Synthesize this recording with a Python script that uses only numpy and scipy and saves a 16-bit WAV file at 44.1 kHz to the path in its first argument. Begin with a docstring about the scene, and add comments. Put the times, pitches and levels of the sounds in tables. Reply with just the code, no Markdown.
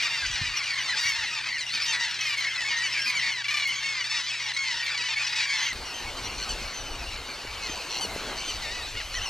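"""Gulls and terns call over one another in a crowded colony, over blurred far voices and a faint camera hum.
Harmonic stacks make the squeals, calls, rattling laughs and wails; pulsed high noise adds treble grit.
At 5.728 s the scene moves to an open beach: sparser, weaker calls, over shaped noise for hiss and waves;
terns rasp in noise pulses that ring resonances. Low-frequency noise buffets the microphone throughout."""
import sys
import numpy as np
from scipy import signal
from scipy.fft import rfft, irfft
from scipy.io import wavfile
from scipy.ndimage import uniform_filter1d

SR = 44100
rng = np.random.default_rng(int(sys.argv[2]) if len(sys.argv) > 2 else 0)


def makeup_ratio(level_db):
    """Linear amplitude ratio for a level in decibels (20 dB per factor of ten)."""
    decades = np.asarray(level_db, float) / 20
    return 10 ** decades


def to_wav(sig):
    """Store sig (one row per channel, or 1-D mono) as 16-bit WAV at the path in sys.argv[1].

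    Samples outside -1..1 are clipped; the rate is SR.
    """
    pcm = np.clip(np.atleast_2d(sig), -1, 1) * 32767
    pcm = np.round(pcm).astype(np.int16)
    wavfile.write(sys.argv[1], SR, pcm.T)  # frames by channels


N = 409688
TIME = np.arange(N) / SR
CUT_S = 5.728  # colony to beach


def evened(x):
    """Scales to rms 1."""
    return x / np.sqrt(np.mean(x ** 2) + 1e-20)


def read(points, hz):
    """Reads a curve along log frequency."""
    f, value = np.transpose(points)
    return np.interp(np.log(hz + 1), np.log(f + 1), value)


def follow(rows, t, column=1):
    """Reads a table column along its first column."""
    columns = np.transpose(rows)
    return np.interp(t, columns[0], columns[column])


def add(mix, start_s, sound):
    """Adds a sound in place, trimmed at the end of the mix."""
    part = mix[max(round(start_s * SR), 0):][:len(sound)]
    part += sound[:len(part)]


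def wander(count, span):
    """Noise of rms 1, smoothed over span samples."""
    return evened(uniform_filter1d(rng.standard_normal(count), int(span)))


# Stereo likeness of the noises. Each row: frequency in Hz, left-right correlation 0-1.
LIKENESS = [(60, 0.995), (500, 1), (2000, 1), (5000, 0.92), (9000, 0.99), (15000, 0.51)]


def hiss(colour, patchy_db, size=1024):
    """Two-channel noise of rms 1 from random short-time spectra with drifting patches."""
    frames, hz = 4 * N // size + 5, np.fft.rfftfreq(size, 1 / SR)
    a, b, c, d, patches = rng.standard_normal((frames, len(hz), 5)).T
    patches = evened(uniform_filter1d(uniform_filter1d(patches, 8, 0), 8, 1))
    same = np.clip(read(LIKENESS, hz), -1, 1)[:, None]
    left = a + 1j * b
    right = same * left + np.sqrt(1 - same ** 2) * (c + 1j * d)
    spectra = np.array([left, right]) * makeup_ratio(read(colour, hz)[:, None] + patchy_db * patches)
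    return evened(signal.istft(spectra, nperseg=size, noverlap=3 * size // 4)[1][:, :N])


# What an open beak passes. Each row: frequency in Hz, gain in dB.
THROAT = [(853, -21.5), (1530, -17.5), (2121, 1), (2872, 0), (3723, -3), (4673, -0.5), (5724, -7),
          (6874, -13), (8441, -21.5)]


def cry(pitch_hz, bright_db, odd_db, jitter, flutter, uneven_db=.7, shine_db=0, hoarse=.06, ringing=()):
    """A throat-coloured harmonic stack, unsteady in pitch and level, with edges of under 2 ms.
    bright_db is per octave about 3 kHz; ringing lists (harmonic, dB)."""
    count = len(pitch_hz)
    turns = np.cumsum(pitch_hz * (1 + jitter * wander(count, 51))) / SR
    k = np.arange(1, 15500 // pitch_hz.max() + 1)
    hz = k * pitch_hz.mean()
    db = read([(560, -57)] + THROAT + [(15000, -56.0)], hz)
    db += bright_db * np.log2(np.minimum(hz, 9000) / 3000) + odd_db * (k % 2)
    db += shine_db * np.clip(np.log2(hz / SHINE_HZ), 0, 1)
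    db += sum(lift_db * (k == harmonic) for harmonic, lift_db in ringing)
    db += uneven_db * rng.standard_normal(len(k))  # head angle and ground echo favour some harmonics
    phases = turns * k[:, None] + rng.random((len(k), 1))
    stack = evened(makeup_ratio(db) @ np.cos(2 * np.pi * phases))
    t = np.arange(count) / SR
    breath = np.minimum(t / 0.00173, 1) * np.minimum(t[::-1] / 0.0018, 1)
    roughness = evened(uniform_filter1d(wander(count, 53), 40))
    return stack * breath * (1 + flutter * wander(count, 250.3) + hoarse * roughness)


SHINE_DB_PER_DB, SHINE_FROM_DB, SHINE_HZ = 2, -31, 6600


def shine(db):
    """Lift in dB of the top harmonics, more the nearer (louder) the bird."""
    return SHINE_DB_PER_DB * np.clip(db - SHINE_FROM_DB, 0, 8)


# Relative loudness of the bird mass, far din included. Each row: time in seconds, level in dB.
MASS_LEVEL = [(0.0, -22), (0.31, -26), (0.75, -25.5), (0.95, -24.5), (1.5, -28.5), (1.94, -24), (2.07, -27),
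              (3.3, -25), (3.45, -33), (3.5, -27.5), (4.55, -27.5), (5.13, -26.5), (5.153, -30.5),
              (5.19, -25.5), (5.686, -25), (5.72, -26), (5.74, -38), (6.62, -36), (6.81, -39),
              (7.37, -38.5), (7.77, -36.5), (8.54, -35.5), (8.95, -38), (9.29, -36)]


def mass_gain():
    """Gain shared by the crowd and the far din as the mass of birds swells and thins."""
    return makeup_ratio(follow(MASS_LEVEL, TIME))


YELP_HZ = 1300  # below this a near call takes the whole lift
# The chest favours some harmonics. Each row: harmonic number, lift in dB.
YELP_LIFT = [(1, 6), (2, 4), (3, -2), (6, 3)]


def crowd(count=460):
    """Many birds in a steady stream: yelps that rise fast and sag, short high chirps, some throbbing."""
    out = np.zeros(N)
    for i, row in enumerate(rng.random((count, 8))):
        when, kind, height, span, arch, size, bright, throb = row
        chirp = kind < .35
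        length_s = (.018 + .035 * span) if chirp else (.03 + .1 * span ** 2)
        u = np.linspace(0, 1, int(SR * length_s))
        base_hz = (1900 + 1200 * height) if chirp else (820 + 380 * height)
        pitch_hz = base_hz * (1 + (0.025 + .07 * arch) * (np.sin(np.pi * u ** .7) - .9 * u))
        throb_hz = 28 + 400 * throb ** 2
        pulse = np.tanh(2 * np.sin(2 * np.pi * throb_hz * u * len(u) / SR))
        beats = 1 + 0.26 * (throb < .5) * pulse
        voice = cry(pitch_hz, 5 * bright - 4.5, -4.0, jitter=0.0028, flutter=0.28, uneven_db=2.5,
                    hoarse=0.24, ringing=[] if chirp else YELP_LIFT[:1])
        start_s = (i + 4 * when) / count * N / SR - .08
        add(out, start_s, makeup_ratio(-7 * size - 0.83 * chirp) * beats * voice)
    out /= np.sqrt(uniform_filter1d(out ** 2, SR // 5) + 1e-12)  # a crowd this dense holds an even level
    return out * makeup_ratio(np.where(TIME < CUT_S, -6.0, -7.5))


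# Far voices blurred together. Each row: frequency in Hz, relative density in dB per Hz.
COLONY_COLOUR = [(88, -43), (150, -8), (172, -20.5), (472, -23), (931, -15), (1180, -11.5), (1870, -1.5),
                 (2660, -6), (3490, -7), (4320, -7), (6000, -14.5), (13600, -40.5), (15600, -42)]


def colony_din(beach):
    """Far colony voices as patchy shaped noise, until the cut."""
    return (1 - beach) * makeup_ratio(-9.5) * hiss(COLONY_COLOUR, 3.0)


# The camera's own tone. Each row: frequency in Hz, colony level in dB rms.
HUM = [(123.8, -59.5)]


def hum(beach):
    """A sine of slightly wandering level, halved on the beach."""
    hz, rms_db = HUM[0]
    strength = (1 - .5 * beach) * (1 + 0.15 * wander(N, 2030)) * makeup_ratio(rms_db)
    return np.sqrt(2) * strength * np.sin(2 * np.pi * hz * TIME)


COLONY_BREEZE_DB, BEACH_BREEZE_DB = -62, -54.5  # between gusts, relative
LOW_CUT_HZ = 45  # the microphone's low cut thins the slowest rumble in the colony
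GUST_EDGE_S = 0.064
# Gusts that buffet the microphone. Each row: start in seconds, length in seconds, relative level in dB.
GUSTS = [(0.206, 0.18, -42), (0.39, 0.15, -40.5), (1.046, 0.053, -47), (1.19, 0.088, -50), (5.7, 0.18, -45),
         (6.003, 0.71, -43), (6.755, 0.5, -44), (7.435, 0.37, -46), (8.053, 0.58, -53), (8.484, 0.53, -49),
         (8.9, 0.52, -45.5)]
# Rumble spectrum. Each row: frequency in Hz, relative density in dB per Hz.
WIND_COLOUR = [(8.8, -36), (15, 4), (45, 3), (112, -6.5), (147, -27.5), (220, -19.5), (290, -23.5),
               (480, -120)]


def wind(beach):
    """A lumpy low rumble: a light breeze with gusts on top, low-cut in the colony."""
    strength = makeup_ratio(COLONY_BREEZE_DB) * (1 - beach) + makeup_ratio(BEACH_BREEZE_DB) * beach
    for start_s, length_s, db in GUSTS:
        to_edge_s = np.minimum(TIME - start_s, start_s + length_s - TIME)
        strength = strength + makeup_ratio(db) * np.clip(to_edge_s / GUST_EDGE_S, 0, 1)
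    rumble = hiss(WIND_COLOUR, 0.92, size=4096)
    thinned = signal.lfilter(*signal.butter(2, LOW_CUT_HZ, "high", fs=SR), rumble)
    return strength * makeup_ratio(1.6 * wander(N, 2104)) * (beach * rumble + (1 - beach) * thinned)


SQUAWK_HZ, SQUAWK_DULL_DB_PER_OCT = 1500, -7.0  # squeals below this are dull squawks
# Each row: middle in seconds, length in seconds, top pitch in Hz, level at the top in dB,
# lift of the odd harmonics in dB.
SQUEALS = [(0.038, 0.046, 2920, -33.5, -8), (.262, 0.03, 2470, -45, -12), (0.27, .03, 3280, -40, -12),
           (.312, .04, 3320, -41, -12), (0.318, .09, 3310, -42, 10), (0.579, 0.039, 2880, -32, -12),
           (0.723, 0.045, 2320, -33.5, -11), (0.836, 0.08, 2330, -41, -10), (1.076, 0.069, 1960, -31, 16),
           (1.294, 0.065, 2770, -38.5, 9), (1.745, 0.075, 2280, -32.5, -18),
           (1.837, 0.056, 2650, -30.5, -11), (2.11, 0.044, 2860, -38, -11),
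           (2.216, 0.019, 3000, -30.5, -10), (2.256, 0.064, 2920, -40, -10), (2.782, 0.042, 3150, -38, -20),
           (2.866, 0.033, 2740, -37, 0), (2.962, 0.047, 2700, -41, 0), (2.933, 0.027, 2726, -31.5, -12),
           (2.971, 0.07, 2420, -36, 13), (3.029, 0.088, 2750, -33.5, -11), (3.08, 0.054, 2510, -29.5, -4),
           (3.702, 0.067, 3050, -34.5, 4), (3.775, 0.077, 3260, -39.5, -14), (5.585, 0.043, 2850, -38, -10),
           (5.627, 0.045, 3200, -35, -13), (5.66, 0.048, 3200, -36, -10), (5.696, 0.043, 3220, -39, -12),
           (6.333, 0.1, 2890, -46, 0), (8.847, 0.06, 2000, -41, -21), (8.982, 0.075, 728, -35, -1),
           (9.166, 0.056, 1985, -36.5, 16), (9.168, 0.065, 3100, -39.5, -3),
           (9.242, 0.061, 3070, -35, -5.5)]


def squeals():
    """One quick arch of pitch each; squawks bend deeper."""
    out = np.zeros(N)
    for middle_s, length_s, top_hz, db, odd_db in SQUEALS:
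        u = np.linspace(-.8, 1.05, int(length_s * SR))
        squawk = top_hz < SQUAWK_HZ
        pitch_hz = top_hz * (1 - (0.145 + .16 * squawk) * u ** 2)
        voice = cry(pitch_hz, -2.0 + SQUAWK_DULL_DB_PER_OCT * squawk, odd_db, jitter=.007, flutter=.3,
                    shine_db=shine(db) + 10, hoarse=.35)
        add(out, middle_s - 0.44 * length_s, makeup_ratio(db - 3.5 * u ** 2) * voice)
    return out


ECHO_DB = -14


def ground_echo(birds):
    """Sparse echoes off ground and bushes, dying 60 dB in 79 ms, partly different in each channel."""
    taps = np.zeros((2, 8000))
    at = np.arange(100, 7980, 20) + rng.integers(0, 20, (2, 394))
    np.put_along_axis(taps, at, rng.choice([-1., 1.], at.shape), 1)
    taps *= makeup_ratio(-60 * np.arange(8000) / SR / 0.079)
    taps = 2.3 * taps[0] + 0.054 * signal.lfilter([1, -.9], 1, taps)  # the bass is alike in both
    echo = signal.oaconvolve(birds[None], taps / np.linalg.norm(taps[0]), axes=1)[:, :N]
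    return makeup_ratio(ECHO_DB) * echo


SCOOP, SCOOP_S = .02, 0.008  # a call starts this share flat and slides up to pitch
HOLD_S = .09  # the longer a call is against this, the longer it holds its pitch before it glides
CALL_FADE_DB_PER_S = -19  # breath runs out along a call
FAR_DB, FAR_DULLING = -39, 1.2  # below this: dB per octave lost for each dB, over 6 dB at most
# The voice by register. Each row: pitch in Hz, brightness in dB per octave before far dulling,
# lift of the odd harmonics in dB.
REGISTERS = [(900, 1.5, -0.5), (1100, -2, -3.5), (1590, 7, -2.5), (1710, -26, 26), (2250, -4, 2),
             (2650, 7.5, 3), (3050, 2.5, -8.5)]
# Each row: start in seconds, length in seconds, first pitch in Hz, last pitch in Hz, starting level in dB.
NEAR_CALLS = [ (0.223, 0.026, 1677, 1530, -33), (0.309, 0.024, 1684, 1570, -46),
              (0.33, 0.11, 968, 900, -36), (0.405, 0.035, 1845, 1766, -37), (0.657, 0.087, 817, 790, -43),
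              (0.811, 0.013, 2880, 2940, -35), (0.894, 0.05, 2000, 1626, -32),
              (1.012, 0.15, 947, 840, -30.5), (1.049, 0.097, 1149, 1052, -33.5),
              (1.054, 0.062, 1930, 1720, -55), (0.972, 0.027, 872, 955, -29.5),
              (1.235, 0.052, 2200, 1893, -32.5), (1.519, 0.013, 1966, 1940, -33),
              (1.538, 0.04, 2030, 1830, -34), (1.615, 0.043, 2070, 2030, -41),
              (2.0, 0.058, 956, 903, -31.5), (2.665, 0.075, 1380, 1600, -56), (4.394, .06, 1046, 840, -49),
              (0.118, 0.045, 2140, 1990, -35), (0.45, 0.037, 2285, 2580, -38.5),
              (1.721, 0.041, 1890, 1850, -50), (1.773, 0.037, 1780, 1810, -37.5),
              (1.856, 0.062, 962, 924, -33.5), (1.882, 0.027, 3120, 3160, -31.5),
              (0.804, 0.054, 2250, 2020, -46), (2.374, 0.026, 2246, 2165, -30.5),
              (2.448, 0.036, 1920, 1740, -35), (2.45, 0.034, 2170, 2185, -30),
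              (2.511, 0.042, 2110, 2100, -36), (2.581, 0.06, 2010, 1770, -32.5),
              (2.555, 0.066, 1076, 950, -43), (2.65, 0.12, 1106, 1042, -32), (2.726, 0.13, 1846, 1980, -31),
              (2.828, 0.039, 2360, 2220, -32), (3.153, 0.041, 2346, 2040, -27),
              (3.214, 0.079, 1980, 1830, -35.5), (3.227, .19, 1110, 813, -32),
              (2.966, 0.093, 1656, 1590, -36), (3.655, 0.045, 2187, 2100, -27.5),
              (3.713, 0.068, 2250, 2240, -37), (3.844, 0.17, 1100, 966, -31), (4.043, .025, 877, 920, -32),
              (4.099, 0.11, 885, 868, -31.5), (4.144, 0.17, 960, 1124, -34.5),
              (4.334, 0.05, 1338, 1290, -35.5), (4.448, 0.03, 2950, 2740, -38.5),
              (4.567, 0.15, 1093, 970, -28.5), (4.705, 0.034, 907, 848, -36),
              (4.633, 0.021, 2380, 2230, -38), (4.753, 0.057, 907, 873, -35.5),
              (4.78, 0.17, 1885, 1745, -39.5), (4.838, 0.077, 2313, 2280, -37),
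              (5.162, 0.019, 2250, 2220, -28), (5.195, 0.037, 1270, 1210, -30.5),
              (5.274, 0.026, 900, 906, -34.5), (5.359, 0.089, 975, 955, -32),
              (5.361, 0.065, 2560, 2250, -32), (5.434, 0.066, 2325, 2370, -33.5),
              (5.498, 0.059, 1640, 1750, -38), (5.492, 0.096, 1133, 1017, -29.5),
              (5.588, 0.061, 1003, 1040, -33.5), (5.667, 0.05, 2190, 1996, -33),
              (5.85, 0.039, 2240, 2240, -52), (5.853, 0.072, 2880, 2570, -42),
              (5.923, 0.089, 1042, 1010, -61), (5.942, 0.065, 3150, 3080, -40),
              (6.065, 0.027, 2250, 2210, -42), (6.171, 0.02, 1590, 1550, -40.5),
              (6.612, 0.046, 3000, 2900, -49), (6.62, 0.027, 2540, 2520, -43),
              (6.655, 0.036, 2300, 2220, -44), (6.71, 0.027, 2210, 2160, -50),
              (6.992, 0.039, 2700, 2530, -46), (6.239, 0.029, 2850, 2920, -37.5),
              (6.494, 0.021, 1560, 1460, -32), (6.739, 0.038, 3080, 3110, -39),
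              (6.772, 0.045, 3050, 2940, -39.5), (6.84, 0.11, 3050, 2880, -44),
              (7.061, 0.032, 2760, 2860, -43), (7.091, 0.039, 2870, 2640, -47),
              (7.463, 0.16, 2290, 2250, -46.5), (7.6, 0.14, 2560, 2410, -43.5),
              (7.63, 0.065, 1092, 946, -41), (7.287, 0.072, 2360, 2160, -43.5),
              (7.775, 0.041, 2650, 2490, -45), (7.695, 0.043, 3200, 3020, -39),
              (8.012, 0.039, 1560, 1435, -30.5), (8.383, 0.081, 2300, 2320, -47),
              (8.451, 0.059, 3110, 2890, -39), (8.481, 0.025, 1590, 1525, -34), (8.6, 0.015, 800, 970, -44),
              (9.018, 0.085, 1070, 1130, -54), (9.265, 0.026, 1100, 1060, -53),
              (8.64, 0.05, 2180, 2180, -46), (8.725, 0.24, 2560, 2280, -46.5),
              (9.007, 0.037, 3120, 2980, -45), (9.045, 0.026, 3050, 3020, -46),
              (9.198, 0.026, 2650, 2770, -43), (9.258, 0.032, 2855, 2620, -36.5), ]


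def near_calls():
    """Each call glides from its first pitch towards its last, in the voice of its register."""
    out = np.zeros(N)
    for start_s, length_s, first_hz, last_hz, db in NEAR_CALLS:
        t = np.arange(-.003, length_s + 0.0081, 1 / SR)
        glide = (np.maximum(t, 0) / length_s) ** (1 + length_s / HOLD_S)
        pitch_hz = first_hz + (last_hz - first_hz) * glide
        pitch_hz *= 1 - SCOOP * np.exp((t[0] - t) / SCOOP_S)
        bright_db, odd_db = follow(REGISTERS, first_hz), follow(REGISTERS, first_hz, column=2)
        bright_db += FAR_DULLING * np.clip(db - FAR_DB, -6, 0)
        voice = cry(pitch_hz, bright_db, odd_db, jitter=0.0014, flutter=0.14, uneven_db=1.7,
                    shine_db=shine(db), ringing=YELP_LIFT if first_hz < YELP_HZ else [])
        add(out, start_s + t[0], makeup_ratio(db + CALL_FADE_DB_PER_S * t) * voice)
    return out


# Dull knocks and plops near the microphone. 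Each row: start in seconds, relative level in dB, frequency in Hz.
KNOCKS = [(0.261, -41, 88), (0.298, -41, 107), (0.414, -29.5, 116), (0.468, -54, 72.7), (1.052, -45, 107),
          (1.188, -48, 78.4), (7.45, -34, 420), (7.696, -32.5, 275), (8.05, -29, 420), (8.162, -24.5, 490)]


def knocks():
    """A few sine cycles that start softly and die at once."""
    out = np.zeros(N)
    for start_s, db, hz in KNOCKS:
        cycles = np.arange(0, 6, hz / SR)
        envelope = cycles / 0.27 * np.exp(1 - cycles / 0.38)
        add(out, start_s, makeup_ratio(db) * np.sin(2 * np.pi * cycles) * envelope)
    return out


SCREECH_FADE_DB = -3  # start to end
# Each row: start in seconds, length in seconds, starting level in dB.
SCREECHES = [(0.973, .2, -52), (1.81, 0.083, -54), (2.2, 0.17, -54), (2.36, .06, -53), (3.037, 0.1, -52),
             (3.444, 0.19, -55), (3.668, 0.028, -47), (4.817, .07, -56), (5.577, .13, -59),
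             (7.886, 0.36, -55)]


def screeches():
    """High noise in about 120 uneven pulses a second: treble grit on the calls."""
    out = np.zeros(N)
    band = signal.butter(2, [8500, 13000], "band", fs=SR, output="sos")
    for start_s, length_s, db in SCREECHES:
        u = np.linspace(0, 1, int(length_s * SR))
        beat = np.cumsum(120 * (1 + 0.12 * wander(len(u), 500))) / SR % 1
        drive = (0.9 + np.exp(-beat / 0.3)) * rng.standard_normal(len(u))
        grit = evened(signal.sosfilt(band, drive))
        level = makeup_ratio(db + SCREECH_FADE_DB * u + 2.5 * wander(len(u), 600))
        add(out, start_s, level * grit * signal.windows.tukey(len(u), .6))
    return out


RING_DB = 5  # lift of the second, fourth and eighth harmonics
# Laughs, a row a syllable. Each row: start in seconds, relative level in dB, fourth harmonic in Hz,
# length in seconds before a 2.4 ms tail, further lift of the eighth harmonic in dB.
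RATTLE = [(1.325, -34, 2530, 0.013, -8), (1.374, -33, 2490, 0.017, -13), (1.408, -33, 2440, 0.012, -12),
          (1.44, -29, 2500, 0.0097, -10), (1.462, -28.5, 2550, 0.021, -12), (1.485, -29, 2140, 0.017, -10),
          (2.189, -31, 2600, 0.02, -12), (2.217, -28, 2570, 0.02, -12), (2.251, -25, 2490, 0.014, -14),
          (2.275, -27, 2440, 0.027, -16), (2.305, -27, 2360, 0.024, -12), (2.329, -26, 2300, 0.024, -12),
          (3.442, -26, 2750, .01, -2), (3.453, -26.5, 2340, 0.014, -4), (3.482, -24, 2300, 0.022, -12),
          (3.506, -23.5, 2443, 0.025, -10), (3.536, -30, 2420, 0.0079, -10), (3.541, -23, 2370, 0.018, -13),
          (3.557, -28, 2290, 0.0093, -10), (3.569, -22.5, 2380, 0.018, -15), (3.596, -24, 2340, 0.017, -12),
          (3.622, -24.5, 2305, 0.027, -16), (4.824, -29, 2350, 0.025, 4), (4.879, -33, 2110, 0.031, -8),
          (4.905, -39, 2330, 0.031, -8), (4.943, -27, 2290, 0.014, -10), (4.996, -29, 2590, 0.019, -10),
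          (5.038, -32, 2600, 0.017, -10), (5.07, -36, 2140, 0.012, -12), (5.089, -29, 2465, .02, -10),
          (5.119, -30, 2150, 0.009, -10), (5.131, -26, 2460, 0.015, 4), (5.206, -35, 2510, 0.026, -2),
          (5.244, -27, 2550, 0.013, 12), (5.272, -28, 2500, 0.011, 12), (5.312, -33, 2470, 0.01, 10),
          (5.329, -25.5, 2490, 0.01, 10), (5.364, -33, 2490, 0.01, 0), (5.397, -26, 2450, 0.012, 1)]


def rattle():
    """Short low syllables in quick succession, each sagging a little, with ringing harmonics."""
    out = np.zeros(N)
    for start_s, db, fourth_hz, length_s, eighth_db in RATTLE:
        sag = np.linspace(1.01, .98, int((length_s + 0.0024) * SR))
        ringing = [(2, RING_DB), (4, RING_DB), (8, RING_DB + eighth_db)]
        voice = cry(fourth_hz / 4 * sag, -4.5, 1.0, jitter=.003, flutter=.08, uneven_db=1.5,
                    shine_db=10, hoarse=.1, ringing=ringing)
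        add(out, start_s, makeup_ratio(db - 2.0 + np.linspace(0, -4, len(sag))) * voice)
    return out


# Each row: start in seconds, length in seconds, pitch in Hz, depth of the dip 0-1 before smoothing,
# starting level in dB, lift of the odd harmonics above the first in dB.
WAILS = [(1.931, 0.138, 1005, 0.04, -30.5, -8.5), (4.975, 0.125, 1003, 0.05, -32.5, -0.5),
         (8.621, .21, 990, .11, -35.5, -4)]
# Pitch contour. Each row: share of the length, share of the dip.
WAIL_SHAPE = [(0, -0.63), (.12, .5), (.27, 1), (.6, 0), (.8, .05), (1, 0.92)]


def wails():
    """A gull's drawn-out cry that drops, climbs back and falls away, strongest at the start."""
    out = np.zeros(N)
    for start_s, length_s, hz, depth, db, odd_db in WAILS:
        u = np.linspace(0, 1, int(length_s * SR))
        dip = uniform_filter1d(follow(WAIL_SHAPE, u), len(u) // 8, mode="nearest")
        ringing = [(1, 7 - odd_db), (2, -odd_db)]
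        voice = cry(hz * (1 - depth * dip), 0.0, odd_db, jitter=0.0012, flutter=0.1, uneven_db=1.2,
                    shine_db=shine(db), ringing=ringing)
        add(out, start_s, makeup_ratio(db - 24 * length_s * u) * voice)
    return out


# Far voices over the sea's hiss. Each row: frequency in Hz, relative density in dB per Hz.
BEACH_COLOUR = [(88, -15), (150, -15), (197, -13), (828, 1), (1730, -4), (2870, 3), (3420, -4.5), (4400, 3),
                (5040, -7.5), (5890, -6), (9760, -18), (11000, -18.5), (15600, -29)]


def beach_din(beach):
    """Far voices and sea hiss as patchy shaped noise, from the cut on."""
    return beach * makeup_ratio(-1.0) * hiss(BEACH_COLOUR, 2.75)


# Wash on the sand. Each row: time in seconds, relative level in dB.
WAVES = [(5.74, -46), (6.15, -43), (7.84, -46), (8.31, -37), (8.42, -45), (9.29, -54.5)]
# Wash spectrum. Each row: frequency in Hz, relative density in dB per Hz.
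WAVE_COLOUR = [(120, -4), (200, 0), (400, 3), (900, -1.5), (1600, 0), (4000, -48), (12000, -32)]


def waves(beach):
    """Small waves as shaped noise that swells and recedes."""
    return beach * makeup_ratio(follow(WAVES, TIME) - 1.0) * hiss(WAVE_COLOUR, 2.36)


def resonate(x, hz, width_hz):
    """One resonance: shifts the curve hz down to zero, smooths twice, and shifts back."""
    turn = np.exp(2j * np.pi * np.cumsum(hz) / SR)
    r = np.exp(-np.pi * width_hz / SR)
    smooth = signal.lfilter([(1 - r) ** 2], [1, -2 * r, r * r], x / turn)
    return 2 * (turn * smooth).real


RASP_RISE_DB = 5.5  # start to end
# Each row: start in seconds, length in seconds, starting level in dB, middle resonance in Hz.
RASPS = [(6.475, 0.069, -44, 4430), (6.37, 0.092, -39, 4330), (6.663, 0.064, -48, 4430),
         (7.102, 0.07, -45, 3960), (7.25, 0.075, -47, 4430), (7.613, 0.071, -39.5, 4300),
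         (7.708, 0.079, -45, 4630), (7.895, 0.11, -36, 4240), (8.354, 0.085, -41, 4500),
         (8.49, 0.092, -43.5, 4480), (8.864, 0.049, -48, 4200), (9.129, 0.03, -39, 4260)]
# Throat resonances. Each row: factor on the middle resonance, width in Hz, gain in dB.
RASP_MODES = [(.67, 300, -3), (1.0, 350, 3.5), (1.36, 400, -2.5), (1.7, 500, -12.5)]


def rasps():
    """A tern's noisy voice chopped into about 112 pulses a second, each ringing the throat."""
    out = np.zeros(N)
    for start_s, length_s, level_db, middle_hz in RASPS:
        u = np.linspace(0, 1, int(length_s * SR))
        beat = np.cumsum(112 * (1 + 0.072 * wander(len(u), 390))) / SR % 1
        drive = np.exp(-((beat - .5) / 0.26) ** 2) * rng.standard_normal(len(u))
        ring = sum(makeup_ratio(db) * resonate(drive, np.full(len(u), factor * middle_hz), width_hz)
                   for factor, width_hz, db in RASP_MODES)
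        level = makeup_ratio(level_db + RASP_RISE_DB * u)
        add(out, start_s, level * evened(ring) * signal.windows.tukey(len(u), .3))
    return out


def scene():
    """Colony, then beach, switched in 2.3 ms."""
    beach = np.clip((TIME - CUT_S) / 0.0023 + .5, 0, 1)
    mass = mass_gain() * (crowd() + colony_din(beach) + beach_din(beach))
    birds = squeals() + near_calls() + screeches() + rattle() + wails() + rasps()
    return mass + hum(beach) + wind(beach) + birds + ground_echo(birds) + knocks() + waves(beach)


def band_limit(x):
    """A steep low-pass at the top of the band."""
    return signal.sosfilt(signal.butter(12, 15700, fs=SR, output="sos"), x)


LEAD_US = 18  # how much earlier the left channel is
# How much louder the left channel is. Each row: frequency in Hz, difference in dB.
LEFT_GAIN = [(150, 1.7), (350, 1.3), (700, .5), (2000, 1.2), (15000, .9)]


def record(dry):
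    """The two channels differ a little in gain and timing, half on each side."""
    side = np.array([[.5], [-.5]])
    hz = np.fft.rfftfreq(N, 1 / SR)
    lead = np.exp(2j * np.pi * hz * LEAD_US * 1e-6 * side)
    mix = irfft(rfft(dry) * lead * makeup_ratio(read(LEFT_GAIN, hz) * side), N)
    return band_limit(mix)


dry = scene()
out = record(dry)
to_wav(out)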